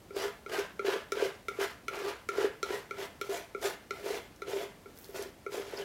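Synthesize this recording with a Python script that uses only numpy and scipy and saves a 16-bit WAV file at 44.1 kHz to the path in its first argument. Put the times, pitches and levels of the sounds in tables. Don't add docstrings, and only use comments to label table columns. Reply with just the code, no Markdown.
import sys
import numpy as np
from scipy import signal
from scipy.fft import rfft, irfft, next_fast_len
from scipy.io import wavfile
from scipy.ndimage import uniform_filter1d, map_coordinates

SR = 44100
rng = np.random.default_rng(int(sys.argv[2]) if len(sys.argv) > 2 else 0)


def wav_record(signal):
    frames = np.transpose(np.atleast_2d(signal))
    bounded = np.clip(frames, -1, 1)
    quanta = np.round(bounded * 32767).astype(np.int16)
    wavfile.write(sys.argv[1], SR, quanta)


N = 257544

# (frequency [Hz], level [dB])
AIR_COLOUR = [(15, -30), (28, -17), (48, -3), (140, -5), (240, -4.5), (560, -10), (900, -15.5), (2400, -22),
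              (6200, -27.5), (12900, -31.5), (16000, -34.5)]
# (time [s], ring [dB], knock against ring [dB], click against ring [dB])
LANDINGS = [(0.1063, -47, 5.5, -15), (0.462, -37.5, -4.5, -17), (0.7937, -29.5, -2.5, -18.5),
            (1.1205, -28.5, -1, -5), (1.4837, -28.5, -7.5, -10.5), (1.882, -28.5, -12, -9.5),
            (2.2886, -26.5, -7.5, -9.5), (2.6292, -26.5, -5.5, -7.5), (2.9094, -32, -6.5, -16),
            (3.2130, -30.5, -4.5, -6), (3.548, -33, -0.5, -22), (3.9076, -30, -6, -11),
            (4.4196, -34.5, -3.5, -12.5), (4.8580, -46.5, 2.5, -26), (5.4638, -34, 0, -23)]
# (frequency [Hz], width [Hz], level [dB])
BLADE_MODES = [(1192, 50, -17), (1312, 55, -6), (1376, 58, 0), (2088, 65, -15), (2165, 65, -12),
               (2255, 65, -12), (2335, 65, -14), (2450, 70, -20)]
PANEL_MODES = [(307, 120, -21), (400.3, 50, 0), (453, 57, -5.5), (532, 27, -8.5), (600, 46, -26.5),
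               (697, 80, -27.5)]
# (frequency [Hz], level [dB])
CLICK_COLOUR = [(900, -60), (1700, -2.5), (2200, 8.5), (2800, -2), (3500, 1.5), (4300, 0.5), (4650, -12),
                (5300, -2), (6200, -1), (6600, -8), (7300, -7), (8500, -17), (9800, -10), (12500, -23.5),
                (16000, -17)]
RASP_COLOUR = [(250, -41.5), (550, -6.5), (750, 1), (1100, 1.5), (1900, -1), (2600, -3.5), (3600, -7),
               (4800, -9.5), (6200, -16), (8500, -24), (16000, -35)]
HISS_COLOUR = [(1500, -32), (3500, 1.5), (5800, 5), (6500, 3), (7200, 3), (8400, -1), (10000, -0.5),
               (13500, -2), (16000, -8)]
CRACKLE_COLOUR = [(3000, -37), (6000, -7), (9000, -6), (13000, 1), (16000, 0)]
# (start [s], length [s], drumming [dB], rasp [dB], hiss [dB],
# lead-in drag against the push [dB], swell from start to end [dB])
PUSHES = [ (0.166, 0.099, -36, -40.5, -48.5, -23, -0.5), (0.524, 0.076, -35.5, -37, -49, -10, 1),
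          (0.857, 0.089, -35, -37.5, -51, -17, 1), (1.186, 0.081, -33, -40, -51.5, -6.5, 2.5),
          (1.599, 0.043, -37.5, -38.5, -47.5, -15.5, 5.5), (1.935, 0.11, -40.5, -43, -55.5, -8, -1),
          (2.078, 0.029, -35.5, -39.5, -52, -5, -0.5), (2.377, 0.069, -32.5, -39, -51.5, -7.5, 1),
          (2.69, 0.065, -36.5, -42, -49.5, -5.5, 5), (2.984, 0.055, -40.5, -43.5, -53, -9.5, 2.5),
          (3.298, 0.072, -39, -44, -47.5, -11.5, 5), (3.629, 0.06, -36, -39.3, -44, -22, 0.5),
          (4.064, 0.112, -36.5, -43, -49.3, -8.5, -1), (4.48, 0.155, -37.5, -44.7, -52, -17, 1.5),
          (5.151, 0.071, -42, -46.5, -50.5, -16, 0), (5.521, 0.077, -36.5, -46.5, -51, -23, -3.5),
          (5.741, 0.073, -43.5, -46, -55.5, -1, 3), ]
# (attack [dB/s], release [dB/s], sag at both ends of a push [dB])
PUSH_ENVELOPES = [(800, 333, 1), (900, 160, 1.38), (1000, 194, 1.3)]
# (time [s], tilt [0 flat to 1 on edge])
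KNIFE_TILT = [(1.35, 0.66), (1.55, 0.44), (2.1, 0.52), (2.35, 0.32), (2.8, 0.9), (2.95, 1), (5.84, 0.94)]
# (frequency [Hz], width [Hz], boost [dB])
FLAT_PEAKS = [(513, 110, 13), (983, 45, 6), (1181, 25, 12.5), (1378, 63, 11.5), (1576, 98, 4),
              (1670, 105, 8.5), (2130, 200, 2), (2950, 320, 4.5)]
EDGE_PEAKS = [(552, 123, 14), (684, 48, 11), (885, 300, 2.5), (1140, 107, -5), (1506, 31, 5), (1927, 26, 5),
              (2111, 100, 5.5), (2410, 99, 3.5), (3260, 520, 4)]
# (time [s], level [dB])
PAINT_RIDGES = [(0.144, -37.5), (0.164, -27), (0.253, -31), (0.496, -36.5), (0.531, -33), (0.585, -26),
                (0.597, -29), (0.846, -25.5), (0.882, -21.5), (0.938, -26), (0.959, -26), (1.17, -24.5),
                (1.223, -18), (1.259, -27), (1.587, -26), (1.61, -27), (2.018, -30), (2.382, -19.5),
                (2.443, -18.5), (2.704, -25.5), (2.741, -30), (3.291, -29.5), (3.645, -29), (4.06, -29),
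                (4.479, -27), (4.533, -30.5), (5.09, -39.5), (5.143, -36), (5.191, -30.5), (5.258, -37),
                (5.595, -27.5), (5.734, -29.5), (5.795, -31.5)]
WAX_CRUMBS = [(0.4968, -42), (0.595, -32), (3.297, -39), (3.6155, -39), (4.362, -48), (4.9751, -42.5),
              (5.0442, -39), (5.056, -41.5), (5.1655, -45), (5.2247, -31), (5.7116, -41.5)]
# (centre [s], half length [s], pitch [Hz], level [dB])
EDGE_BITES = [(0.203, 0.041, 4820, -48), (0.582, 0.043, 1580, -40.5), (1.196, 0.012, 1570, -35.5),
              (1.24, 0.02, 3080, -46), (2.458, 0.025, 1660, -44.5), (2.753, 0.024, 1880, -40.5),
              (3.348, 0.027, 7140, -48.5), (3.338, 0.026, 699, -39), (3.662, 0.017, 7300, -44.5),
              (5.776, 0.0096, 4960, -45.5), (5.824, .006, 2980, -44), (5.835, 0.01, 1670, -47)]
# (start [s], end [s], level [dB])
WAX_PEEL = (4.97, 5.17, -58)
# (delay [s], level [dB])
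REFLECTIONS = [(.0036, -26), (.0082, -13.5), (0.0122, -13.5), (0.0164, -14.5)]
# (frequency [Hz], time to fall 60 dB [s])
REVERB_TIMES = [(200, 0.23), (500, 0.23), (2000, 0.39), (6000, 0.14), (15000, 0.16)]


def amp(db):
    return 10 ** (np.asarray(db) / 20)


def unit(x):
    return x / np.sqrt(np.mean(x ** 2) + 1e-20)


def along(points, hz):
    freqs, values = np.transpose(points)
    return np.interp(np.log(hz + 1), np.log(freqs + 1), values)


def peak(hz, centre, width):
    return 1 / (1 + (2 * (hz - centre) / width) ** 2)


def wobble(rate):
    return map_coordinates(rng.standard_normal(int(N * rate / SR) + 4), [np.arange(N) * rate / SR])


def fade_loss(t, start, end, attack, release):
    return attack * np.maximum(start - t, 0) + release * np.maximum(t - end, 0)


def filtered(x, gain_of_hz):
    size = next_fast_len(N + SR // 2)
    return irfft(rfft(x, size) * gain_of_hz(np.fft.rfftfreq(size, 1 / SR)), size)[:N]


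def impulse(db_of_hz, size=4096):
    cepstrum = irfft(np.log(amp(db_of_hz(np.fft.rfftfreq(size, 1 / SR)))))
    cepstrum[1:size // 2] *= 2
    cepstrum[size // 2 + 1:] = 0
    response = irfft(np.exp(rfft(cepstrum)))
    return response / np.abs(response).max()


def colour(points, peaks=()):
    return impulse(lambda hz: along(points, hz) + sum(db * peak(hz, f, width) for f, width, db in peaks))


def ring_of(modes):
    gain = lambda hz: sum(amp(db) * peak(hz, f, width) for f, width, db in modes)
    return impulse(lambda hz: 20 * np.log10(gain(hz)), size=8192)


def through(x, response):
    return signal.fftconvolve(x, response)[:N]


def rub(slips, response):
    return through(slips, response / np.linalg.norm(response))


def blows(times, db):
    return np.bincount(np.round(times * SR).astype(int), amp(db), N)[:N]


def bursts(times, db, envelope):
    return through(blows(times, db), envelope) * rng.standard_normal(N)


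def grains(rate, spread_db, clump_db, clump_rate):
    slips = (rng.random(N) < rate / SR) * rng.choice([-1, 1], N)
    size_db = spread_db * rng.uniform(-2, 2, N)
    return unit(slips * amp(size_db + clump_db * np.tanh(wobble(clump_rate))))


def room_tone(air_db=-56, whine_db=-82, whine_hz=13200):
    air = filtered(rng.standard_normal(N), lambda hz: amp(along(AIR_COLOUR, hz)))
    whine = filtered(rng.standard_normal(N), lambda hz: peak(hz, whine_hz, width=260))
    return amp(air_db) * unit(air) + amp(whine_db) * unit(whine)


def blade_taps(ring_db=3.5, knock_db=4, click_db=3, click_t60=0.022, buzz_db=-19, buzz_t60=0.15):
    times, db, knock, bright = np.transpose(LANDINGS)
    t = np.arange(SR // 4) / SR
    ring = through(blows(times, db + ring_db), ring_of(BLADE_MODES))
    thump = through(blows(times, db + knock + knock_db), panel_knock())
    click_and_buzz = amp(-60 * t / click_t60) + amp(buzz_db - 60 * t / buzz_t60)
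    chatter = bursts(times, db + bright + click_db, click_and_buzz)
    crack = bursts(times, db + 1.6 * bright + 4, amp(-60 * t / 0.008))
    return ring + thump + rub(chatter, colour(CLICK_COLOUR)) + rub(crack, colour(HISS_COLOUR))


def panel_knock(low_cut_hz=300):
    low_cut = signal.butter(4, low_cut_hz, "high", fs=SR, output="sos")
    knock = signal.sosfilt(low_cut, ring_of(PANEL_MODES))
    return knock / np.abs(knock).max()


def hand_pressure(settle_s=0.031, creep_db_per_s=27, ramp_db_per_s=1100, lift_db=2.5, lift_s=0.022):
    time, power = np.arange(N) / SR, np.zeros((3, N))
    attack, release, sag_db = np.transpose(PUSH_ENVELOPES)[..., None]
    landings, last_end = np.transpose(LANDINGS)[0], 0
    for start, length, *levels, drag_db, swell_db in PUSHES:
        drag_start = max(landings[landings < start].max() + settle_s, last_end)
        end = last_end = start + length
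        near = (time > drag_start - 0.03) & (time < end + 0.3)
        t, level = time[near], np.array(levels)[:, None]
        drag = level + drag_db + creep_db_per_s * (t - start)
        drag -= fade_loss(t, drag_start, start, ramp_db_per_s, ramp_db_per_s)
        travel = 2 * np.clip((t - start) / length, 0, 1) - 1
        push = level + swell_db * travel / 2 - sag_db * travel ** 2
        push -= fade_loss(t, start, end, attack, release)
        push -= lift_db * np.clip((t - end) / lift_s, 0, 1)
        power[:, near] += amp(push) ** 2 + amp(drag) ** 2
    waver_db = 1.12 * wobble(rate=60)
    return np.sqrt(power) * amp(waver_db)


def wandering_contact(x, depth_db=1.5):
    spectra = signal.stft(x, nperseg=1024)[2]
    drift = uniform_filter1d(rng.standard_normal(spectra.shape), size=6, axis=0)
    drift = uniform_filter1d(drift, size=5, axis=1)
    return unit(signal.istft(spectra * amp(depth_db * unit(drift)), nperseg=1024)[1][:N])


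def scraping(drum_db=-2.8, rasp_db=-0.12, hiss_db=-0.5):
    drum, rasp, hiss = hand_pressure()
    coarse = grains(rate=700, spread_db=1, clump_db=2.5, clump_rate=73)
    fine = grains(rate=5000, spread_db=0, clump_db=3.5, clump_rate=250)
    smear = grains(rate=8000, spread_db=1.5, clump_db=2.5, clump_rate=350)
    grit = amp(-2) * grains(rate=1200, spread_db=2, clump_db=6, clump_rate=160)
    panel = rub(coarse, panel_knock())
    flat = rub(fine, colour(RASP_COLOUR, FLAT_PEAKS))
    on_edge = rub(fine, colour(RASP_COLOUR, EDGE_PEAKS))
    tilt = np.interp(np.arange(N) / SR, *np.transpose(KNIFE_TILT))
    steel = wandering_contact((1 - tilt) * flat + tilt * on_edge)
    wax = wandering_contact(rub(smear + grit, colour(HISS_COLOUR)))
    return amp(drum_db) * drum * panel + amp(rasp_db) * rasp * steel + amp(hiss_db) * hiss * wax


def ridge_thuds():
    return through(blows(*np.transpose(PAINT_RIDGES)), panel_knock())


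def squeaks(jitter=0.055, rough_db=4):
    t, tones = np.arange(N) / SR, np.zeros(N)
    ragged_time = np.cumsum(1 + jitter * wobble(rate=1200)) / SR
    for centre, half, hz, db in EDGE_BITES:
        near = np.abs(t - centre) < np.pi * half
        swell = np.exp(-((t[near] - centre) / half) ** 2)
        tones[near] += amp(db) * swell * np.sin(2 * np.pi * hz * ragged_time[near])
    return tones * amp(rough_db * np.tanh(wobble(rate=400)))


def crumb_snaps(trim_db=-4.5, t60=0.0087):
    t = np.arange(SR // 20) / SR
    snaps = bursts(*np.transpose(WAX_CRUMBS), amp(-60 * t / t60))
    return amp(trim_db) * rub(snaps, colour(HISS_COLOUR))


def peeling_wax(fade_db_per_s=700):
    start, end, db = WAX_PEEL
    level = db - fade_loss(np.arange(N) / SR, start, end, fade_db_per_s, fade_db_per_s)
    threads = grains(rate=300, spread_db=3, clump_db=0, clump_rate=60)
    return amp(level) * rub(threads, colour(CRACKLE_COLOUR))


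def studio(x, early_db=-2, tail_db=-8, build_s=0.00063):
    hz, t, noise = signal.stft(rng.standard_normal(SR // 2), SR, nperseg=256)
    decay = amp(-60 * t / along(REVERB_TIMES, hz)[:, None])
    onset = 1 - np.exp(-t / build_s)
    tail = signal.istft(noise * decay * onset, SR, nperseg=256)[1]
    early = through(x, blows(*np.transpose(REFLECTIONS))[:SR // 10])
    return x + amp(early_db) * early + amp(tail_db) * through(x, tail / np.linalg.norm(tail))


def scene():
    knife = blade_taps() + scraping() + ridge_thuds() + squeaks() + crumb_snaps() + peeling_wax()
    return (studio(knife) + room_tone())[None]


def record(dry, top_hz=15950):
    return filtered(dry[0], lambda hz: hz < top_hz)[None]


dry = scene()
out = record(dry)
wav_record(out)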